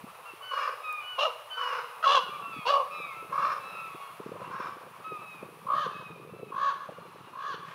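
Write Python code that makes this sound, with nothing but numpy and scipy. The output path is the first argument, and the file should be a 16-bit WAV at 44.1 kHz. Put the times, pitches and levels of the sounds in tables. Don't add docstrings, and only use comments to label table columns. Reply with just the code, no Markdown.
import sys
import numpy as np
from scipy import signal
from scipy.fft import rfft, irfft, next_fast_len
from scipy.io import wavfile
from scipy.ndimage import map_coordinates

SR = 44100
rng = np.random.default_rng(int(sys.argv[2]) if len(sys.argv) > 2 else 0)


def inscribe(sig):
    pcm = np.round(np.clip(np.atleast_2d(sig).T, -1, 1) * 32767)
    wavfile.write(sys.argv[1], SR, pcm.astype(np.int16))


N = 341334
TIME_S = np.arange(N) / SR

# time_s, level_db
DIN_LEVEL = [(2.1, -46), (4.1, -46), (5.5, -48.5), (6.4, -52.5), (7.2, -49), (7.74, -52)]
# freq_hz, gain_db
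DIN_COLOUR = [(250, -38), (450, -6), (750, -4), (1150, 4), (1500, -8), (2050, -12), (2600, -9), (3200, -16),
              (5000, -24), (14000, -38.5)]

RASPING_VOICE = dict(
    top_at=0.557, scoop=0.04766, sag=0.0914, glide=0.36, jitter=0.0553, swing=0.16,
    last_rattle_hz=55.9, stagger=0.22, depth=(0.55, 0.48), rough=(0.42, 0.5),
    swell_db=-0.5, fade_db=5.5, uneven_db=1.5, attack_s=0.016,
    open_db=7.5, shut_db_per_s=60, ring_db=4, ring_width_hz=600)


def amp(db):
    return 10 ** (np.asarray(db) / 20)


def evened(x):
    return x / np.sqrt(np.mean(x ** 2) + 1e-20)


def follow(rows, t_s):
    s, *columns = np.transpose(rows)
    return [np.interp(t_s, s, c) for c in columns]


def read(points, hz):
    f, value = np.transpose(points)
    return np.interp(np.log(hz + 1), np.log(f + 1), value)


def colour(x, points):
    size = next_fast_len(2 * len(x))
    gain = amp(read(points, np.fft.rfftfreq(size, 1 / SR)))
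    return irfft(rfft(x, size) * gain, size)[:len(x)]


def band(x, hz, kind):
    return signal.sosfiltfilt(signal.butter(4, hz, kind, fs=SR, output="sos"), x)


def wander(size, hz):
    at = np.arange(size) * 2 * hz / SR
    return evened(map_coordinates(rng.standard_normal(int(at[-1]) + 4), [at + 1], order=2))


def add(mix, start_s, sound):
    part = mix[max(round(start_s * SR), 0):][:len(sound)]
    part += sound[:len(part)]


def arch(share, top_at, before, after, bend=2.18):
    top_at = np.clip(top_at, 0.05, 0.95)
    rising = np.maximum(1 - share / top_at, 0) ** bend
    falling = np.maximum((share - top_at) / (1 - top_at), 0) ** bend
    return before * rising + after * falling


def warp(x, speed):
    return map_coordinates(x, [np.cumsum(speed)], order=3)


def resonate(x, hz, width_hz):
    turn = np.exp(2j * np.pi * np.cumsum(hz) / SR)
    r = np.exp(-np.pi * width_hz / SR)
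    return 2 * (turn * signal.lfilter([1 - r], [1, -r], x / turn)).real


def background(din_db=-3, flutter_db=(3, 2.6, 1), hiss_db=-1):
    # time_s, level_db (before hiss_db)
    hiss_level = [(4.18, -60), (4.23, -65), (5.8, -62), (5.95, -66), (7.74, -68.5)]
    # freq_hz, gain_db
    hiss_colour = [(30, -13), (120, 14.5), (300, -33), (3000, -4), (7500, -6.5), (9800, 7.5), (12000, 3),
                   (15500, 1.5)]
    din = evened(colour(rng.standard_normal(N), DIN_COLOUR))
    low, high = band(din, 850, "low"), band(din, 1900, "high")
    registers = (low, din - low - high, high)
    din = sum(part * amp(db * np.minimum(wander(N, 20), 1)) for part, db in zip(registers, flutter_db))
    hiss = evened(colour(rng.standard_normal(N), hiss_colour))
    din_gain = amp(follow(DIN_LEVEL, TIME_S)[0] + din_db)
    hiss_gain = amp(follow(hiss_level, TIME_S)[0] + hiss_db)
    return din * din_gain + hiss * hiss_gain


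def puff(hz, scale_s):
    u = np.arange(SR // 20) / SR / scale_s
    turns = rng.random() + np.cumsum(hz * (1 + 0.17 * wander(len(u), 219.0))) / SR
    return (u / 2) ** 2 * np.exp(2 - u) * np.sin(2 * np.pi * turns)


def breeze(eddy_db=-2, lump_db=5.0, puff_db=-2, small_db=5.0, spread_db=8,
           low_hz=370, high_hz=520, count=300, thud_hz=170, thud_db=-9):
    # time_s, level_db
    strength = [(0, -57), (.33, -74.5), (1.64, -79), (2.45, -53.5), (2.76, -66.5), (3.34, -53), (4.12, -65),
                (4.27, -48), (4.94, -58.5), (6.45, -51), (6.85, -64), (6.9, -56.5)]
    # freq_hz, gain_db
    eddy_colour = [(55, -39), (100, -8.5), (165, 2), (290, -16), (440, -5), (700, -47), (1500, -78)]
    # start_s, level_db (before puff_db), centre_hz
    strong_puffs = [(0.038, -35.5, 216), (.333, -41.5, 340), (2.289, -39.5, 383), (2.563, -35.5, 234),
                    (2.588, -34, 192), (2.998, -36, 447), (3.946, -37, 396), (4.198, -31, 467),
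                    (4.26, -30, 432), (4.289, -34.5, 330), (4.316, -29.5, 490), (4.353, -35, 480),
                    (4.414, -35, 490), (4.597, -34, 490), (5.118, -31.5, 396), (5.426, -32, 480),
                    (5.862, -28.5, 480), (6.105, -39, 412), (6.258, -45, 604), (6.324, -37.5, 169.2),
                    (6.428, -31, 495), (6.888, -30.5, 562), (6.918, -39.5, 485), (6.982, -36, 504),
                    (7.54, -34.5, 430)]
    strength_db = follow(strength, TIME_S)[0]
    lumps = amp(lump_db * np.minimum(wander(N, 35), 1.5))
    out = evened(colour(rng.standard_normal(N), eddy_colour) * lumps) * amp(strength_db + eddy_db)
    for start_s, db, hz in strong_puffs:
        thud = amp(thud_db) * puff(thud_hz, scale_s=0.0025)
        add(out, start_s, amp(db + puff_db) * (puff(hz, scale_s=0.0021) + thud))
    for when, height, size in rng.random((count, 3)):
        gain = amp(strength_db[int(when * N)] + small_db + spread_db * size ** 2)
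        hz = low_hz + height * (high_hz - low_hz)
        add(out, when * N / SR, gain * puff(hz, scale_s=0.0017))
    return out


def whine(length_s, top_hz, fall, loudest_at, first_db, octave_db, third_db, scoop=0.012, quaver=0.0034,
          flutter_db=1.85, droop=0.049, rolloff_db=13, waver=0.00489, swell_db_per_s=90, fade_db=8):
    u = np.linspace(0, 1, int(length_s * SR))
    hz = top_hz * (1 - arch(u, loudest_at - 0.205, scoop, fall, bend=1.5)) * (1 - droop * u ** 10)
    tremble = 1 + quaver * wander(len(u), 70.7) + waver * wander(len(u), 10.26)
    phase = 2 * np.pi * np.cumsum(hz * tremble) / SR
    harmonics_db = [first_db, octave_db, third_db, third_db - rolloff_db]
    tone = sum(amp(db + flutter_db * wander(len(u), 22.3)) * np.sin((k + 1) * phase)
               for k, db in enumerate(harmonics_db))
    swell = amp(-arch(u, loudest_at, swell_db_per_s * loudest_at * length_s, fade_db))
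    return np.sqrt(2) * tone * swell * np.minimum(u / 0.063, 1) * np.minimum((1 - u) / 0.11, 1)


def far_whiners(count=60, low_hz=1090, high_hz=1430, length_s=0.22, fall=0.0613, loudest_at=0.405,
                harmonics_db=(-15, -20, -28)):
    out = np.zeros(N)
    for when, height in rng.random((count, 2)):
        start_s, hz = when * N / SR, low_hz + height * (high_hz - low_hz)
        levels_db = follow(DIN_LEVEL, start_s)[0] + np.array(harmonics_db)
        add(out, start_s, whine(length_s, hz, fall, loudest_at, *levels_db))
    return out


def whines_and_ring():
    # first_db, octave_db, third_db (before flutter and swell)
    note_rows = [(0.251, 0.079, 1365, 0.024, 0.41, -53, -48, -82),
                 (0.412, 0.27, 1495, 0.1, 0.45, -47.5, -43.5, -60.5),
                 (.828, 0.22, 1253, 0.056, 0.28, -41.5, -40.5, -60.5),
                 (1.002, 0.21, 1493, 0.071, 0.76, -48.5, -41.5, -71),
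                 (1.499, 0.25, 1527, 0.091, 0.24, -46, -38, -63),
                 (2.149, 0.16, 1500, 0.083, 0.35, -45, -43, -67),
                 (2.17, 0.06, 1165, 0.011, 0.9, -58, -72, -55),
                 (2.291, 0.091, 1187, 0.03, 0.78, -40.5, -52.5, -74),
                 (2.389, 0.094, 1147, 0.0072, 0.35, -39, -88, -81),
                 (2.41, .26, 1358, .11, 0.31, -46, -48.5, -84),
                 (2.519, 0.14, 1138, 0.06, 0.32, -76, -56, -55.5),
                 (2.52, 0.1, 1266, .05, 0.14, -63, -49.5, -69),
                 (2.895, 0.27, 1232, 0.15, 0.33, -44.5, -46.5, -64),
                 (2.9, 0.25, 1311, .08, 0.32, -50, -46, -58),
                 (3.03, 0.29, 1327, 0.023, 0.52, -48.5, -56.5, -84),
                 (3.58, 0.31, 1307, 0.05, 0.45, -49, -48, -62),
                 (3.68, 0.27, 1350, 0.069, 0.53, -48, -48.5, -75),
                 (3.87, .27, 1125, 0.039, 0.384, -47, -60, -62),
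                 (5.037, 0.19, 1282, 0.081, 0.29, -41.5, -53.5, -67),
                 (5.12, 0.32, 1295, 0.075, 0.52, -64, -51.5, -68),
                 (5.89, 0.3, 1296, 0.06, 0.36, -60, -52.5, -67),
                 (6.28, .25, 1336, .06, 0.55, -64, -58.5, -76)]
    out = np.zeros(N)
    for start_s, *row in note_rows:
        add(out, start_s, whine(*row))
    return out


def twigs(x, count=7, spread_s=0.016, size=0.37):
    out = x.copy()
    for delay, strength in rng.random((count, 2)):
        add(out, delay * spread_s, size * (0.5 + strength) * x)
    return out


def croak(row, throat, mouth, top_at, scoop, sag, last_rattle_hz, depth, rough, ring_db, swell_db, fade_db,
          open_db, shut_db_per_s, jitter, swing, uneven_db, glide, stagger, split=0, gape=0.72,
          half_open_db=-21, chest_rise_db=6, ring_width_hz=170, attack_s=0.005, release_s=0.0066):
    start_s, length_s, peak_db, peak_at, bright_db, widest_at, chest_db, top_hz, rattle_hz, bill_hz = row
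    t = np.arange(0, length_s, 1 / SR)
    size = len(t)
    share, past_widest_s = t / length_s, t - widest_at * length_s

    effort_db = peak_db - arch(share, peak_at, swell_db, fade_db, bend=1.28)
    shut_db = shut_db_per_s * np.maximum(past_widest_s, 0)
    treble_db = bright_db - arch(share, widest_at, open_db, 0) - shut_db - effort_db
    hz = top_hz * (1 - arch(share, top_at, scoop, sag, bend=2.088))
    depth, rough = np.linspace(*depth, size), np.linspace(*rough, size)

    rattle = np.linspace(rattle_hz, last_rattle_hz, size) * (1 + stagger * wander(size, 49.68))
    beat = np.cumsum(rattle) / SR % 1
    burst = np.sin(np.pi * beat ** 0.62) ** 2
    burst /= burst.mean()

    chirp = swing * depth * 2 * (0.38 - beat)
    turns = np.cumsum(hz * (1 + chirp + jitter * wander(size, 130.14))) / SR
    lags = rng.random(size=25)
    tone = evened(sum(np.cos(2 * np.pi * ((k + 1) * turns + lag)) for k, lag in enumerate(lags)))
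    tone = evened(tone * (1 + split * np.cos(2 * np.pi * turns / 3)))
    rasp = evened(rng.standard_normal(size) * (2 + np.cos(2 * np.pi * turns)))
    chopping = (1 - depth + depth * burst) * amp(uneven_db * wander(size, 41.3))
    drive = ((1 - rough) * tone + rough * rasp) * chopping

    stretch = 1 + glide * (hz / hz.mean() - 1)
    voice = warp(colour(drive, throat), stretch)
    chest, upper = band(voice, 900, "low"), band(voice, [1380, 2100], "band")
    body = band(voice, 2100, "low")

    edge = twigs(voice - body)
    ring = resonate(edge, bill_hz * stretch, ring_width_hz)
    ring = resonate(ring, bill_hz * stretch, ring_width_hz)
    edge = edge + amp(ring_db + treble_db - treble_db.max()) * ring
    edge = edge / np.std(band(edge, 3200, "high"))

    body = body + (amp(chest_db + chest_rise_db * (share - 1.5)) - 1) * chest
    body = body + (amp(gape * (treble_db - half_open_db)) - 1) * upper
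    if mouth:
        mouth_rest_hz = 1137
        body = warp(body, follow(mouth, start_s + t)[0] / mouth_rest_hz)
    fade = np.minimum(t / attack_s, 1) * np.minimum((length_s - t) / release_s, 1)
    return amp(effort_db) * (evened(body) + amp(treble_db) * edge) * fade


def raven(calls, throat, voice, level_db, mouth=None):
    out = np.zeros(N)
    for row in calls:
        add(out, row[0], croak(row, throat, mouth, **voice))
    return amp(level_db) * out


def rasping_raven():
    # first_rattle_hz, bill_ring_hz (before the glide)
    calls = [(.508, .195, -32.5, 0.13, -54.5, 0.62, -2, 573.7, 48.06, 5060),
             (1.565, .24, -36.5, 1, -56, 0.71, -4.5, 520.4, 44.06, 5170),
             (3.318, .225, -31, 0.47, -56, 0.92, -7, 576.5, 44.86, 5400),
             (4.503, .185, -40.5, 1, -62.5, 1, -6.5, 536.4, 43.33, 5400)]
    # freq_hz, gain_db (relative)
    throat = [(280, -30), (480, 3), (800, -6), (1130, 7), (1520, -1.5), (2000, -17.5), (2400, -17.5),
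              (2900, -28), (4800, -33), (5400, -33), (6000, -37), (12000, -74)]
    return raven(calls, throat, RASPING_VOICE, level_db=1.0)


def snaps(level_db=-6, ring_s=0.00093):
    # start_s, level_db (before the level above and the high-pass)
    snap_rows = [(0.9266, -25.5)]
    out, t = np.zeros(N), np.arange(SR // 100) / SR
    for start_s, db in snap_rows:
        add(out, start_s, amp(db + level_db) * rng.standard_normal(len(t)) * np.exp(-t / ring_s))
    return band(out, 7200, "high")


def near_raven():
    # start_s, length_s, effort_db, peak_at, treble_db, widest_at,
    # chest_db, top_hz (before glide and mouth), first_rattle_hz, bill_ring_hz
    calls = [(1.177, 0.13, -23, 0.31, -35.5, 0.32, 10.5, 576.4, 36, 2790),
             (2.024, .192, -17.5, 0.37, -31.5, 0.66, -2.5, 573.5, 54, 3420),
             (2.651, 0.19, -20, 0.27, -34.5, 0.18, 2, 569.2, 66.6, 4480)]
    # freq_hz, gain_db (relative)
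    throat = [(280, -70), (480, 1.5), (640, -2.5), (790, -0.5), (1030, 0), (1120, 6.5), (1250, 1),
              (1420, -12.5), (1650, -16.5), (1950, -26), (2400, -13), (2850, -4.5), (3400, -12.5),
              (4400, -17.5), (6200, -28), (8000, -43), (12000, -45.5), (15000, -74)]
    # time_s, resonance_hz
    mouth = [(1.18, 1033), (1.21, 1156), (1.238, 1143), (1.258, 1323), (1.277, 1012), (2.03, 1386),
             (2.052, 1313), (2.064, 1096), (2.15, 1130), (2.2, 1056), (2.672, 997), (2.695, 1152),
             (2.78, 1107), (2.84, 1050)]
    voice = dict(
        top_at=0.62, scoop=0.0499, sag=0.1, glide=0.424, jitter=0.0301, swing=0.0544,
        last_rattle_hz=74.5, stagger=0.25, depth=(0.55, 0.35), rough=(0.45, 0.3), split=0.45,
        swell_db=8, fade_db=7.5, uneven_db=1.83, release_s=0.037,
        open_db=16.5, shut_db_per_s=188, ring_db=3, ring_width_hz=450)
    return raven(calls, throat, voice, level_db=-2.0, mouth=mouth)


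def distant_raven():
    # start_s, length_s, effort_db, peak_at, treble_db, widest_at,
    # chest_db, top_hz, first_rattle_hz, bill_ring_hz
    calls = [(4.39, 0.0925, -42, 0.27, -65.5, 0.25, 4.2, 520.6, 43, 2780),
             (7.64, .11, -48.5, 0.74, -64, 0.61, 1, 574, 44.5, 2270)]
    return raven(calls, DIN_COLOUR, RASPING_VOICE, level_db=-2.0)


def far_raven():
    # start_s, length_s, effort_db, peak_at, treble_db, widest_at,
    # chest_db, top_hz, first_rattle_hz, bill_ring_hz
    calls = [(5.665, .21, -19, 0.23, -44, 0.84, -1.5, 587, 55.8, 3030),
             (6.518, .21, -21, 0.68, -45, 0.78, -2.5, 561.7, 44.25, 3060),
             (7.332, .228, -27.5, 0.64, -46.5, 0.98, -7, 561, 50.16, 3190)]
    # freq_hz, gain_db (relative)
    throat = [(280, -34), (540, -11), (760, -6), (1000, -3), (1130, 2.5), (1680, -9.5), (2150, -27),
              (3100, -14.5), (4500, -21), (5100, -32), (6400, -29), (11000, -88)]
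    voice = dict(
        top_at=0.63, scoop=0.085, sag=0.19, glide=0.508, jitter=0.019, swing=0.19,
        last_rattle_hz=82.5, stagger=0.05, depth=(1, 0.1), rough=(0.22, 0.2),
        swell_db=11.5, fade_db=13, uneven_db=0.7, open_db=27.5, shut_db_per_s=82, ring_db=2.5)
    return raven(calls, throat, voice, level_db=-7.0)


def trees(x, build_s=0.0025, trunk_db=4):
    # freq_hz, decay_s (to -60 dB)
    decay = [(300, 1), (1100, 0.81), (3000, 0.89), (12000, 0.7)]
    size = 3 * SR // 2
    hits = rng.random(size) < 900 / SR
    taps = rng.choice([-1, 1], size) * hits * amp(trunk_db * rng.standard_normal(size))
    taps *= 1 - np.exp(-np.arange(size) / SR / build_s)
    hz, t, z = signal.stft(taps, SR, nperseg=256)
    tail = signal.istft(z * amp(-60 * t / read(decay, hz)[:, None]), SR, nperseg=256)[1]
    return signal.fftconvolve(x, tail / np.linalg.norm(tail))[:N]


def scene():
    backdrop = background()
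    wind = band(breeze(), 80, "high")
    far_whines, notes = far_whiners(), whines_and_ring()
    rasping = rasping_raven()
    snap = snaps()
    near, distant, far = near_raven(), distant_raven(), far_raven()

    to_trees = amp(-12.5) * near + amp(-3.0) * rasping + amp(-4.5) * far
    to_trees = to_trees + amp(-7) * notes + amp(1.0) * (far_whines + distant)
    echoes = trees(to_trees)
    add(echoes, 0.05, twigs(amp(-18.0) * near + amp(-13) * rasping))
    add(echoes, 0.16, twigs(amp(-19.0) * far + amp(-18.5) * notes))

    birds = near + rasping + far + distant + notes + echoes
    return (birds + wind + snap + backdrop)[None]


def record(dry):
    edge_hz = 15700
    lowpass = signal.firwin(511, edge_hz, window=("kaiser", 9), fs=SR)
    return signal.oaconvolve(dry, lowpass[None], "same")


dry = scene()
out = record(dry)
inscribe(out)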